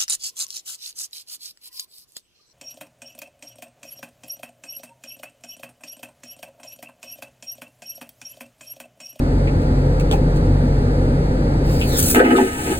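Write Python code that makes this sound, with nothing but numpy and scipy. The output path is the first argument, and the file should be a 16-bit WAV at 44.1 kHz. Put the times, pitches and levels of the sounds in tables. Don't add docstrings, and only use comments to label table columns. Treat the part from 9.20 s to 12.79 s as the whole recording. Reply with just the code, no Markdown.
import sys
import numpy as np
from scipy import signal
from scipy.fft import rfft, irfft, next_fast_len
from scipy.io import wavfile
from scipy.ndimage import uniform_filter1d

SR = 44100
rng = np.random.default_rng(int(sys.argv[2]) if len(sys.argv) > 2 else 0)


def transcribe(signal):
    frames = np.atleast_2d(signal).T
    limited = np.clip(frames, -1, 1)
    pcm = np.round(limited * 32767).astype(np.int16)
    wavfile.write(sys.argv[1], SR, pcm)


N = 158319
TIME = np.arange(N) / SR
BINS = np.maximum(np.fft.rfftfreq(N, 1 / SR), 1)



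def from_db(db):
    return 10 ** (np.asarray(db) / 20)


def rms_one(x):
    return x / np.sqrt(np.mean(x ** 2) + 1e-20)


def in_time(rows):
    start_s, *columns = np.transpose(rows)
    return [np.interp(TIME, start_s, column) for column in columns]


def swell(rows):
    return from_db(in_time(rows)[0]) * (TIME >= rows[0][0])


def by_pitch(rows):
    pitch_hz, *columns = np.transpose(rows)
    return [np.interp(np.log(BINS), np.log(pitch_hz), column) for column in columns]


def white():
    return rng.standard_normal((2, N))


def noise(colour):
    gain = from_db(by_pitch(colour)[0])
    return rms_one(irfft(rfft(white()) * gain, N))


def drift(rate_hz):
    size = next_fast_len(N)
    hz = np.fft.rfftfreq(size, 1 / SR)
    slow = rfft(rng.standard_normal(size)) / (1 + (hz / rate_hz) ** 2)
    return rms_one(irfft(slow, size)[:N])


def breathy(phase, rate_hz):
    return drift(rate_hz) * np.sin(phase) + drift(rate_hz) * np.cos(phase)


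def flicker(depth_db, rate_hz):
    return rms_one(from_db(depth_db * drift(rate_hz)))


def evened(x):
    window_s = 0.02
    power = uniform_filter1d(x ** 2, int(window_s * SR), axis=-1)
    return x / np.sqrt(power + 1e-12)


def resonate(x, modes):
    out, power = 0, 0
    for pitch_hz, width_hz, level_db in modes:
        r = np.exp(-np.pi * width_hz / SR)
        peak = (1 - r * r) / 2
        section = [peak, 0, -peak, 1, -2 * r * np.cos(2 * np.pi * pitch_hz / SR), r * r]
        ringing = signal.sosfilt([section, section], x + 1e-18)
        out = out + from_db(level_db) * ringing
        power += peak / 2 * from_db(level_db) ** 2
    return out / np.sqrt(power)


def burst(start_s, t60_s):
    attack_s = 0.001
    age = np.maximum(TIME - start_s, 0)
    return np.minimum(age / attack_s, 1) * np.exp(-np.log(1000) * age / t60_s)


# pitch_hz, level_db (before the curve below), waver (share of the tone)
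DRONE_TONES = [(46, -18.5, 0.14), (93.7, -25, 0.92), (138.67, -22.5, 0.15), (169.5, -30, 0.53),
               (247, -31.5, 0.5)]
# start_s, level_db
DRONE_SINKS = [(0, -2.5), (.55, -1), (1.1, 0), (1.6, 0), (2.7, -4), (2.9, -11), (3.1, -18.5), (3.59, -25.5)]
# pitch_hz, level_db
RUMBLE_COLOUR = [(20, -5), (35, -14), (60, -2.5), (85, 1), (120, -5.5), (160, -3.5), (205, -9.5), (260, -2),
                 (370, -11.5), (500, -7), (650, -18.5), (880, -16.5), (1050, -27.5), (1300, -24),
                 (2000, -30), (3100, -43), (4600, -37), (6200, -48), (9000, -50), (15500, -65)]
# start_s, level_db
RUMBLE_SINKS = [(0, -0.5), (1.3, 0), (2.4, 0.5), (2.76, 0.5), (2.92, -2.5), (3.06, -12.5), (3.28, -13),
                (3.59, -6.5)]
RUMBLE_DB = -19.5
DRONE_WANDER_HZ, WANDER_RATE_HZ, WAVER_RATE_HZ = 0.48, 2.55, 5.5


def cabin():
    out = from_db(RUMBLE_DB) * noise(RUMBLE_COLOUR) * swell(RUMBLE_SINKS)
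    for pitch_hz, level_db, waver in DRONE_TONES:
        wandering_hz = pitch_hz + DRONE_WANDER_HZ * drift(WANDER_RATE_HZ)
        phase = 2 * np.pi * np.cumsum(wandering_hz) / SR
        tone = np.sin(phase) + waver * breathy(phase, WAVER_RATE_HZ)
        out[0] += from_db(level_db) * rms_one(tone) * swell(DRONE_SINKS)
    return out


# start_s, snap_db, clack_db, knock_db, t60_s, clack_hz
CLICK_TIMES = [(.272, -58, -28.5, -37, 0.097, 2160), (.416, -40, -63, -61, .04, 3000),
               (0.797, -32, -34, -48, .057, 2280), (0.912, -23.5, -20, -14, 0.032, 3260),
               (0.924, -33.5, -33, -15.5, 0.15, 2470), (1.159, -39, -66, -51, .12, 3000),
               (2.613, -47, -21.5, -45, 0.12, 2740)]
# pitch_hz, level_db
SNAP_COLOUR = [(300, -32), (1500, -3), (2400, 11.5), (3600, 7.5), (5200, 8), (8500, 4.5), (12000, -3),
               (15300, -3)]
# pitch_hz, level_db
DULL_COLOUR = [(200, -30), (390, 5), (600, -9), (770, 1), (1200, -14), (3000, -40)]
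CLACK_WIDTH_HZ = 810


def clicks():
    snap, knock, out = noise(SNAP_COLOUR), noise(DULL_COLOUR), 0
    for start_s, snap_db, clack_db, knock_db, t60_s, clack_hz in CLICK_TIMES:
        clack = resonate(white(), [(clack_hz, CLACK_WIDTH_HZ, 0)])
        mix = from_db(snap_db) * snap + from_db(clack_db) * clack + from_db(knock_db) * knock
        out = out + burst(start_s, t60_s) * mix
    return out


# start_s, level_db
HISS_CURVE = [(2.43, -59), (2.5, -40), (2.758, -33.5), (2.775, -15), (2.802, -17), (2.814, -29),
              (2.83, -14.5), (2.852, -22), (2.862, -15.5), (2.885, -18), (2.935, -20.5), (3.04, -43.5),
              (3.15, -35.5), (3.176, -30.5), (3.2, -33.5), (3.33, -35.5), (3.48, -30), (3.59, -34)]
# pitch_hz, level_db
RINSE_COLOUR = [(500, -44), (1300, -3), (2500, -9.5), (4400, -8), (5800, -1.5), (8500, 1), (11000, 3),
                (13000, 4), (14200, -1), (15600, 0)]
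# pitch_hz, level_db
DRAIN_AIR_COLOUR = [(500, -21), (2500, 2.5), (4500, -3), (6000, -2.5), (8200, 3), (12000, -2.5),
                    (13500, -6.5), (15600, -6.5)]
JET_GRAIN_DB, AIR_GRAIN_DB, GRAIN_RATE_HZ = 3, 1.4, 68
VALVE_OPENS_S, VALVE_TRAVEL_S = 2.947, 0.047


def hiss():
    opened = np.clip((TIME - VALVE_OPENS_S) / VALVE_TRAVEL_S, 0, 1)
    jets = noise(RINSE_COLOUR) * flicker(JET_GRAIN_DB, GRAIN_RATE_HZ)
    air = noise(DRAIN_AIR_COLOUR) * flicker(AIR_GRAIN_DB, GRAIN_RATE_HZ)
    return swell(HISS_CURVE) * (np.sqrt(1 - opened) * jets + np.sqrt(opened) * air)


# start_s, pitch_hz
HOLLOW_PITCH = [(2.62, 5000), (2.72, 3920), (2.76, 3560), (2.81, 3200), (2.9, 2530), (2.97, 2330)]
# start_s, level_db
HOLLOW_LEVEL = [(2.44, -45), (2.52, -36.5), (2.66, -38), (2.76, -27.5), (2.93, -37.5), (2.97, -51)]
# pitch_hz, level_db
HOLLOW_COLOUR = [(700, -20), (1400, -5), (2600, -9.5), (4400, -2), (6500, -10), (9000, -16)]
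ECHO_GAIN = 0.6


def sweep():
    round_trip_s = 2 / in_time(HOLLOW_PITCH)[0]
    hollow = 0
    source = noise(HOLLOW_COLOUR)
    for trips in range(3):
        heard_from = TIME - trips * round_trip_s
        echo = np.array([np.interp(heard_from, TIME, row) for row in source])
        hollow = hollow + ECHO_GAIN ** trips * echo
    return swell(HOLLOW_LEVEL) * rms_one(hollow)


# start_s, level_db
WHISTLE_CURVE = [(2.67, -44), (2.78, -46), (2.92, -40), (2.99, -68)]
WHISTLE_SPREAD_HZ = 130


def whistle():
    phase = 2 * np.pi * np.cumsum(in_time(HOLLOW_PITCH)[0]) / SR
    note = np.array([breathy(phase, WHISTLE_SPREAD_HZ) for _ in range(2)])
    return swell(WHISTLE_CURVE) * evened(note)


# start_s, level_db
BOOM_CURVE = [(2.91, -36), (2.942, -22), (2.952, -17.5), (2.98, -6.5), (3.015, -32), (3.035, -13),
              (3.1, -15), (3.14, -9), (3.175, -14.5), (3.223, -11), (3.31, -30), (3.44, -31), (3.48, -23),
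              (3.525, -16), (3.55, -38.5), (3.59, -25.5)]
# pitch_hz, width_hz (each pass), level_db (relative)
BOWL_RESONANCES = [(252.4, 50, 3), (312.6, 23, 4), (382.2, 18, 3), (459.4, 27, 0.5), (506.6, 54, -11.5)]
# start_s, level_db
RUSH_CURVE = [(2.935, -41), (2.952, -12), (3.015, -27.5), (3.045, -19), (3.12, -18), (3.145, -26),
              (3.172, -19.5), (3.22, -20.5), (3.3, -31), (3.45, -30), (3.505, -23), (3.59, -36.5)]
# pitch_hz, width_hz (each pass), level_db (relative)
PIPE_RESONANCES = [(698, 26, 5), (742, 35, 1), (850, 50, 6), (920, 50, -1), (1262, 70, 3), (1527, 60, 2),
                   (1632, 42, 0), (1760, 48, -1), (1926, 34, 1), (2048, 38, -4), (2200, 80, -6),
                   (2410, 90, -10), (2610, 80, -9), (2920, 160, -9)]
# pitch_hz, level_db
ESCAPED_COLOUR = [(40, -15), (70, -3), (140, -12), (300, -9), (800, 0.5), (1100, -21), (1400, -6),
                  (2800, -8.5), (3600, -17), (8000, -31.5)]
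FLUTTER_DB, FLUTTER_RATE_HZ = 3, 27
LEAK_DB, SLUG_INTO_PIPE_DB = -9.5, -11


def suction():
    rush = flicker(FLUTTER_DB, FLUTTER_RATE_HZ) * swell(RUSH_CURVE)
    splats = slugs()
    bowl = swell(BOOM_CURVE) * evened(resonate(white(), BOWL_RESONANCES))
    pipe = resonate(rush * white() + from_db(SLUG_INTO_PIPE_DB) * splats, PIPE_RESONANCES)
    leak = from_db(LEAK_DB) * rush * noise(ESCAPED_COLOUR)
    return bowl + pipe + splats + leak


# start_s, level_db, t60_s, pitch_hz (centre), width_hz (each pass)
SLUG_HITS = [(2.946, -9.5, 0.033, 1640, 1060), (2.947, -11.5, 0.024, 610, 342),
             (2.959, -6.5, 0.018, 1400, 350), (2.96, -23, 0.061, 2490, 1710),
             (2.994, -11.5, 0.1, 1510, 680), (3.001, -3, .11, 481, 197), (3.106, -14.5, 0.032, 1710, 880),
             (3.152, -13.5, 0.04, 1330, 159), (3.16, -25.5, 0.1, 2730, 2200),
             (3.184, -9.5, 0.033, 820, 348)]


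def slugs():
    out = 0
    for start_s, level_db, t60_s, pitch_hz, width_hz in SLUG_HITS:
        splat = evened(resonate(white(), [(pitch_hz, width_hz, 0)]))
        out = out + from_db(level_db) * burst(start_s, t60_s) * splat
    return out


ROOM_T60_S, FIRST_ECHO_S = 0.037, 0.0074
ROOM_DB, ROOM_LOW_HZ = -3.5, 602


def lavatory(x):
    tail = white() * from_db(-60 * TIME / ROOM_T60_S) * (TIME > FIRST_ECHO_S)
    tail /= np.sqrt(np.sum(tail ** 2, axis=1, keepdims=True))
    wet = from_db(ROOM_DB) / (1 + (ROOM_LOW_HZ / BINS) ** 4)
    spectrum = (1 + wet * rfft(tail)) / np.sqrt(1 + wet ** 2)
    response = irfft(spectrum, N)[:, :N // 10]
    return signal.fftconvolve(x, response, axes=1)[:, :N]


# pitch_hz, likeness (0-1), lead_rad (phase by which the left leads)
STEREO_IMAGE = [(150, .9999, 0), (250, .99, 0), (360, .95, .3), (520, .8, .3), (630, .2, -1),
                (760, .55, -2.3), (1300, .85, -2.45), (2000, .65, -2.8), (3400, .3, -3.4),
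                (4300, .45, -4.2), (5050, .96, -3.35), (5450, .995, -3.14), (5850, .97, -2.95),
                (6800, .72, -1.5), (7800, .97, -.2), (9100, .97, .2), (10200, .7, 1.6), (11300, .98, 3.0),
                (12300, .98, 3.3), (13300, .62, 4.6), (14100, .98, 6.2)]
LEFT_DB = 0.4


def stereo(x):
    alike, lead_rad = by_pitch(STEREO_IMAGE)
    alike = np.clip(alike, 0, 1)
    sides = np.array([[1], [-1]])
    shared, diffuse = rfft(x)
    both = np.sqrt((1 + alike) / 2) * shared + sides * np.sqrt((1 - alike) / 2) * diffuse
    turned = both * np.exp(1j * sides * lead_rad / 2)
    return irfft(turned, N) * from_db(sides * LEFT_DB / 2)


def scene():
    inside = clicks() + hiss() + sweep() + whistle() + suction()
    return stereo(cabin() + lavatory(inside))


CEILING, CUTOFF_HZ = 0.92, 15900


def record(dry):
    rounded = dry / (1 + (dry / CEILING) ** 6) ** (1 / 6)
    lowpass = signal.ellip(12, 0.1, 80, CUTOFF_HZ, fs=SR, output="sos")
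    return signal.sosfilt(lowpass, rounded)


dry = scene()
out = record(dry)
transcribe(out)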